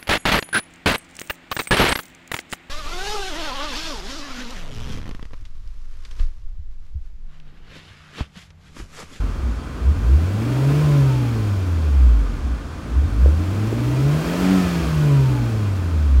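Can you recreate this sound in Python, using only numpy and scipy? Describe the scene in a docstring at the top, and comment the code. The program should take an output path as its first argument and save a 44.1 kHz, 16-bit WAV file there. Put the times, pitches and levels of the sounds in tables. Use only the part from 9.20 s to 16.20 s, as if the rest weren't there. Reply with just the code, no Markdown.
"""A parked four-cylinder car, microphone inside at the driver's seat, a steady rush of air behind it all.
The engine settles to idle, is revved quickly at 0.6 s and coasts down. As the speed moves, the firing
note sweeps through the cabin's boom resonances, with weaker shaft orders and a belt-driven whine above,
while the intake and mechanical roar swells and brightens. A longer, deeper push follows at 3.7 s, with
three dull knocks in the cabin on the way up; the exhaust burbles once as the revs fall again."""
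import sys
import numpy as np
from scipy import signal
from scipy.fft import rfft, irfft, next_fast_len
from scipy.io import wavfile
from scipy.ndimage import uniform_filter1d, map_coordinates

SR = 44100
rng = np.random.default_rng(int(sys.argv[2]) if len(sys.argv) > 2 else 0)


def wav_out(sig):
    """Save sig, one row per channel (or a flat mono array), as 16-bit PCM at SR to the path in sys.argv[1]."""
    wavfile.write(sys.argv[1], SR, np.round(np.clip(np.atleast_2d(sig).T, -1, 1) * 32767).astype(np.int16))


N = 308700
MID_SPEED = 70  # middle of the rev range, turns per second


def amp(db):
    """Decibels to gain."""
    return 10 ** (np.asarray(db) / 20)


def unit(x):
    """Scale to rms 1."""
    return x / np.sqrt(np.mean(x ** 2) + 1e-20)


def along(points, hz):
    """Read (Hz, value) points on a log frequency axis."""
    freqs, values = np.transpose(points)
    return np.interp(np.log(hz + 1), np.log(freqs + 1), values)


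def wobble(rate):
    """A smooth random curve, rate knots a second."""
    knots = rng.standard_normal(2048)
    grid = np.arange(0, N, 64)
    coarse = map_coordinates(knots, [grid * rate / SR], mode="mirror")
    return np.interp(np.arange(N), grid, coarse)


def filtered(x, response):
    """Shape x by a gain given as a function of Hz."""
    size = next_fast_len(N + SR // 2)
    return irfft(rfft(x, size) * response(np.fft.rfftfreq(size, 1 / SR)), size)[:N]


def tone(angle, flutter, drift):
    """A sine of rms near 1, wavering in size (flutter, a share) and phase (drift, radians)."""
    phase = angle + rng.uniform(0, 2 * np.pi) + drift * wobble(14)
    return np.sqrt(2) * np.sin(phase) * (1 + flutter * wobble(35))


def coast(start_s, start_speed, end_s):
    """(s, speed) rows, pedal up: friction and drag slow the crank until the idle valve catches it."""
    friction, drag = 34.0, .055  # lost each second: turns per second, share of the speed
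    catch_speed, idle_speed = 16, 12  # turns per second
    t = np.arange(0, end_s - start_s, .01)[1:]
    free = (start_speed + friction / drag) * np.exp(-drag * t) - friction / drag
    caught = np.maximum(catch_speed + .7 * (free - catch_speed), idle_speed)
    return np.column_stack([start_s + t, np.maximum(free, caught)])


def crank_speed():
    """Turns per second: the engine coasts around two pedal pushes; the flywheel rounds the corners."""
    # A quick push and its release. Each row: time in seconds, speed in turns per second.
    quick_push = [(0.57, 12.3), (0.716, 18.2), (0.858, 28.3), (0.928, 33.9), (1.104, 48.4), (1.18, 53.8),
                  (1.296, 61.4), (1.618, 75.8), (1.75, 71.3)]
    # A push that hesitates, goes deeper and lets go. Each row: time in seconds, turns per second.
    long_push = [(3.65, 12.0), (3.738, 15.0), (3.806, 17.1), (3.962, 27.3), (4.07, 34.4), (4.206, 42.8),
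                 (4.462, 54.7), (4.816, 66.9), (5.014, 80.1), (5.202, 90.9), (5.332, 94.9), (5.52, 86.2)]
    rows = [(0, 24.8)]  # already coasting down
    for push in (quick_push, long_push):
        rows += [*coast(*rows[-1], end_s=push[0][0]), *push]
    rows += [*coast(*rows[-1], end_s=N / SR)]
    speed = np.interp(np.arange(N) / SR, *np.transpose(rows))
    return uniform_filter1d(speed, size=1500, mode="nearest")


def lugging(revs, throttle):
    """0 to 1: an open throttle at low revs makes each firing heavy."""
    return throttle * np.clip(-revs, 0, 1)


def firing(speed, angle, throttle):
    """Two firings a turn: the deep note that booms in the cabin, a little more on the overrun."""
    # The boom at the driver's seat. Each row: firing rate in Hz, level in dB.
    boom = [(28, -52), (38, -30), (46, -23), (54, -14), (61, -9.3), (66, -8.8), (75, -16.5), (92, -21.5),
            (103, -19.5), (114, -22.5), (127, -18.5), (139, -13.5), (151, -17), (159, -23), (163, -30),
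            (168, -21.5), (174, -24), (189, -16)]
    overrun_db = (.9 - 2 * throttle) * np.clip(speed / 30 - 1, 0, 1)
    return amp(along(boom, 2 * speed) + overrun_db) * tone(2 * angle, flutter=.04, drift=.03)


def whine(speed, angle, revs, throttle):
    """Strong shaft orders and belt-driven parts each meet the body's resonances in their own way."""
    # Each one's path to the seat. Each row: frequency in Hz, level in dB.
    third = [(35, -50), (62, -37), (90, -46), (200, -50), (228, -38), (252, -37), (270, -30), (282, -19)]
    fourth = [(46, -44), (61, -19.5), (67, -20), (82, -33), (125, -38), (185, -40), (208, -32.5),
              (238, -31.5), (255, -47), (282, -28), (308, -40), (330, -31), (350, -40), (378, -30)]
    sixth = [(70, -42), (190, -54), (235, -44), (275, -52), (328, -37), (368, -47), (400, -36.5),
             (432, -33), (475, -48), (570, -45)]
    eighth = [(100, -55), (230, -54), (285, -39), (340, -53), (410, -49), (445, -39), (515, -52),
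              (545, -41), (575, -36.5), (640, -51), (750, -43)]
    pulley = [(55, -46), (76, -36), (120, -50), (255, -49), (293, -29.5), (315, -42), (333, -34),
              (365, -40), (440, -47)]
    fan = [(200, -66), (700, -60), (830, -46.5), (915, -39.5), (970, -44.5), (1030, -41), (1110, -48),
           (1200, -43), (1300, -39)]

    def sing(order, path, flutter, drift, lug_db=0, load_db=0):
        level_db = along(path, order * speed) + lug_db * lugging(revs, throttle) + load_db * throttle
        return amp(level_db) * tone(order * angle, flutter, drift)

    return (sing(3, third, flutter=.12, drift=.08, lug_db=2)
            + sing(4, fourth, flutter=.12, drift=.1, lug_db=6)
            + sing(6, sixth, flutter=.2, drift=.15, lug_db=5)
            + sing(8, eighth, flutter=.2, drift=.15, load_db=-3)
            + sing(4.68, pulley, flutter=.2, drift=.25, lug_db=7)
            + sing(13.93, fan, flutter=.35, drift=.4, lug_db=-5, load_db=-6))


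def growl(speed, angle, revs, throttle):
    """Unequal cylinders add weak, rough orders between the clear ones."""
    # Weak orders. Each row: multiple of crank speed, relative level in dB, extra dB under throttle.
    orders = [(1, -2.5, -8), (2.5, -13, -9), (3.5, -6.5, 9.5), (4.5, -6.5, 5.5), (5, -3.5, 5),
              (5.5, -11.5, 8), (6.5, -3, 3.5), (7, -4, 4.5), (8.5, -9.5, 10.5), (9, -5, 3.5), (10, -5, 8.5),
              (11, -7, -3), (14.1, -5.5, -3), (14.8, -5.5, 4.5), (19.7, -4, -2)]
    # Their path through the body. Each row: frequency in Hz, gain in dB.
    body = [(30, -81), (62, -23), (90, -30), (185, -36), (235, -51.5), (255, -44.5), (290, -29), (350, -44),
            (425, -39), (500, -49.5), (600, -40), (760, -48), (1050, -41.5), (2200, -39.5)]
    out = np.zeros(N)
    for order, db, load_db in orders:
        level_db = db + load_db * throttle + along(body, order * speed)
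        out += amp(level_db) * tone(order * angle, flutter=.58, drift=.49)
    return amp(-4.5 + 5.3 * revs) * out


def dashboard_noise(spectrum, ripple_db):
    """Noise of rms 1 heard through the dashboard; reflections off the glass ripple its spectrum."""
    # Bulkhead and dashboard resonances. Each row: centre in Hz, width in Hz, lift in dB.
    resonances = [(755, 20, 1.5), (1030, 25, 3.5), (1233, 84, 2), (1506, 110, 2.5), (1810, 42, 1),
                  (2200, 76, -1.5), (2266, 30, 3), (2434, 30, 5), (2914, 70, -5.5), (3200, 120, 3),
                  (3703, 55, 4.5), (3778, 150, -2.5), (4280, 78, 3), (4624, 65, 5), (6700, 100, 2),
                  (12440, 500, 2)]
    knots = rng.standard_normal(2048)

    def response(hz):
        lift_db = sum(db / (1 + (2 * (hz - centre) / width) ** 2) for centre, width, db in resonances)
        ripple = np.interp(hz, np.linspace(0, SR / 2, len(knots)), knots)
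        return amp(along(spectrum, hz) + lift_db + ripple_db * ripple)

    return unit(filtered(rng.standard_normal(N), response))


def roar(speed, angle, revs, throttle):
    """Intake and valve noise pulse with the firings and grow with speed; an open throttle deepens them."""
    # The colour of the engine bay. Each row: frequency in Hz, relative density in dB.
    spectrum = [(150, -18), (350, -4.5), (550, -2), (800, -7), (1300, -8), (1900, -11), (2700, -11),
                (3800, -17.5), (5000, -18.5), (7000, -22), (10000, -27.5), (15800, -31)]
    noise = dashboard_noise(spectrum, ripple_db=1.7)
    fizz = filtered(noise, lambda hz: hz ** 4 / (hz ** 4 + 8000 ** 4))
    intake = filtered(noise, lambda hz: 1100 ** 2 / (hz ** 2 + 1100 ** 2))
    # The finest hiss levels off at high revs; both bands flicker.
    fizz_db = .5 - .84 * revs - .39 * revs ** 2 + throttle + .55 * wobble(28)
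    intake_db = -.8 + 1.8 * throttle + .5 * revs + .5 * wobble(12)
    shaped = noise + (amp(fizz_db) - 1) * fizz + (amp(intake_db) - 1) * intake
    pulsing = 1 + .036 * np.sin(2 * angle) + .038 * np.sin(angle / 2)
    level_db = -35 + .2514 * (speed - MID_SPEED) + 1.5 * lugging(revs, throttle)
    return amp(level_db) * shaped * pulsing


def rumble(revs, throttle):
    """Irregular engine shake rings the cabin's low resonances; the lowest bass leaks away."""
    # Cabin air and panel resonances. Each row: centre in Hz, width in Hz, relative level in dB.
    modes = [(69, 21, 0), (88, 21.5, -18), (141, 43, -8.5), (229.4, 32, -8), (279.6, 12, -7),
             (318, 31, -15.5), (426, 130, -22.5)]
    # The range in which the cabin rumbles. Each row: frequency in Hz, gain in dB.
    passband = [(15, -28), (32, -28), (50, -1.5), (500, -1.5), (1200, -15), (4000, -43)]

    def cabin(hz):
        power = sum(amp(db) ** 2 / (1 + ((hz ** 2 - centre ** 2) / (hz * width + 1e-9)) ** 2)
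                    for centre, width, db in modes)
        return np.sqrt(power) * amp(along(passband, hz))

    shake = unit(filtered(rng.standard_normal(N), cabin))
    return amp(-30 + revs + 1.5 * throttle) * shake


def knocks():
    """Short, heavily damped knocks of trim and body."""
    # Each row: start in seconds, peak level in dB, pitch in Hz, seconds to fade by 60 dB.
    hits = [(4.0595, -13.5, 450, .012), (4.084, -23, 500, .012), (4.527, -13, 340, .017)]
    out, t = np.zeros(N + SR), np.arange(SR // 8) / SR
    for start_s, db, hz, t60 in hits:
        attack = 1 - np.exp(-2 * t * hz)
        ring = amp(-60 * t / t60) * attack * np.sin(2 * np.pi * hz * t)
        out[round(start_s * SR):][:len(t)] += amp(db) * ring / np.max(np.abs(ring))
    return out[:N]


def burble():
    """One soft, uneven swell of the exhaust on the overrun."""
    peak_s, half_length_s, level_db, hz = 5.652, .027, -19.5, 68
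    t = np.arange(N) / SR
    swell = np.exp(-((t - peak_s) / half_length_s) ** 2)
    return amp(level_db) * swell * tone(2 * np.pi * hz * t, flutter=.13, drift=.1)


def idle_rush():
    """The steady rush of air that stays when the revs fall."""
    # The colour of the air at idle. Each row: frequency in Hz, relative density in dB.
    spectrum = [(150, -14), (300, -1.5), (420, -1.5), (600, -3.5), (850, -3), (1150, 0), (1500, -3),
                (1850, -9.5), (2600, -11.5), (4000, -16.5), (6500, -20.5), (10000, -27.5), (15800, -47)]
    return amp(-40.5 + .14 * wobble(7)) * dashboard_noise(spectrum, ripple_db=1.5)


def scene():
    """The mix at the driver's seat: crank speed drives the engine; the throttle is open while it climbs."""
    # The cabin air follows late, most at its deep boom. Each row: firing rate in Hz, lag in seconds.
    cabin_lag = [(35, .027), (62, .038), (135, .008)]
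    speed = crank_speed()
    angle = 2 * np.pi * np.cumsum(speed) / SR
    lagged_speed = np.interp(np.arange(N) - along(cabin_lag, 2 * speed) * SR, np.arange(N), speed)
    revs = np.log2(speed / MID_SPEED)  # octaves above mid speed
    climb = uniform_filter1d(np.gradient(speed) * SR, size=5000)
    throttle = np.clip(climb / 40, 0, 1)
    tones = firing(lagged_speed, angle, throttle)
    tones += whine(lagged_speed, angle, revs, throttle)
    tones += growl(lagged_speed, angle, revs, throttle)
    noises = rumble(revs, throttle) + roar(speed, angle, revs, throttle) + idle_rush()
    return (tones + noises + knocks() + burble())[None]


def record(dry):
    """One microphone channel, eased at both ends and cut steeply above the top of its band."""
    top_hz, fade_s = 15800, .003
    from_edge = np.minimum(np.arange(N), np.arange(N)[::-1])
    ease = np.clip(from_edge / (fade_s * SR), 0, 1)
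    lowpass = signal.ellip(12, .1, 90, top_hz, fs=SR, output="sos")
    return signal.sosfilt(lowpass, dry * ease)


dry = scene()
out = record(dry)
wav_out(out)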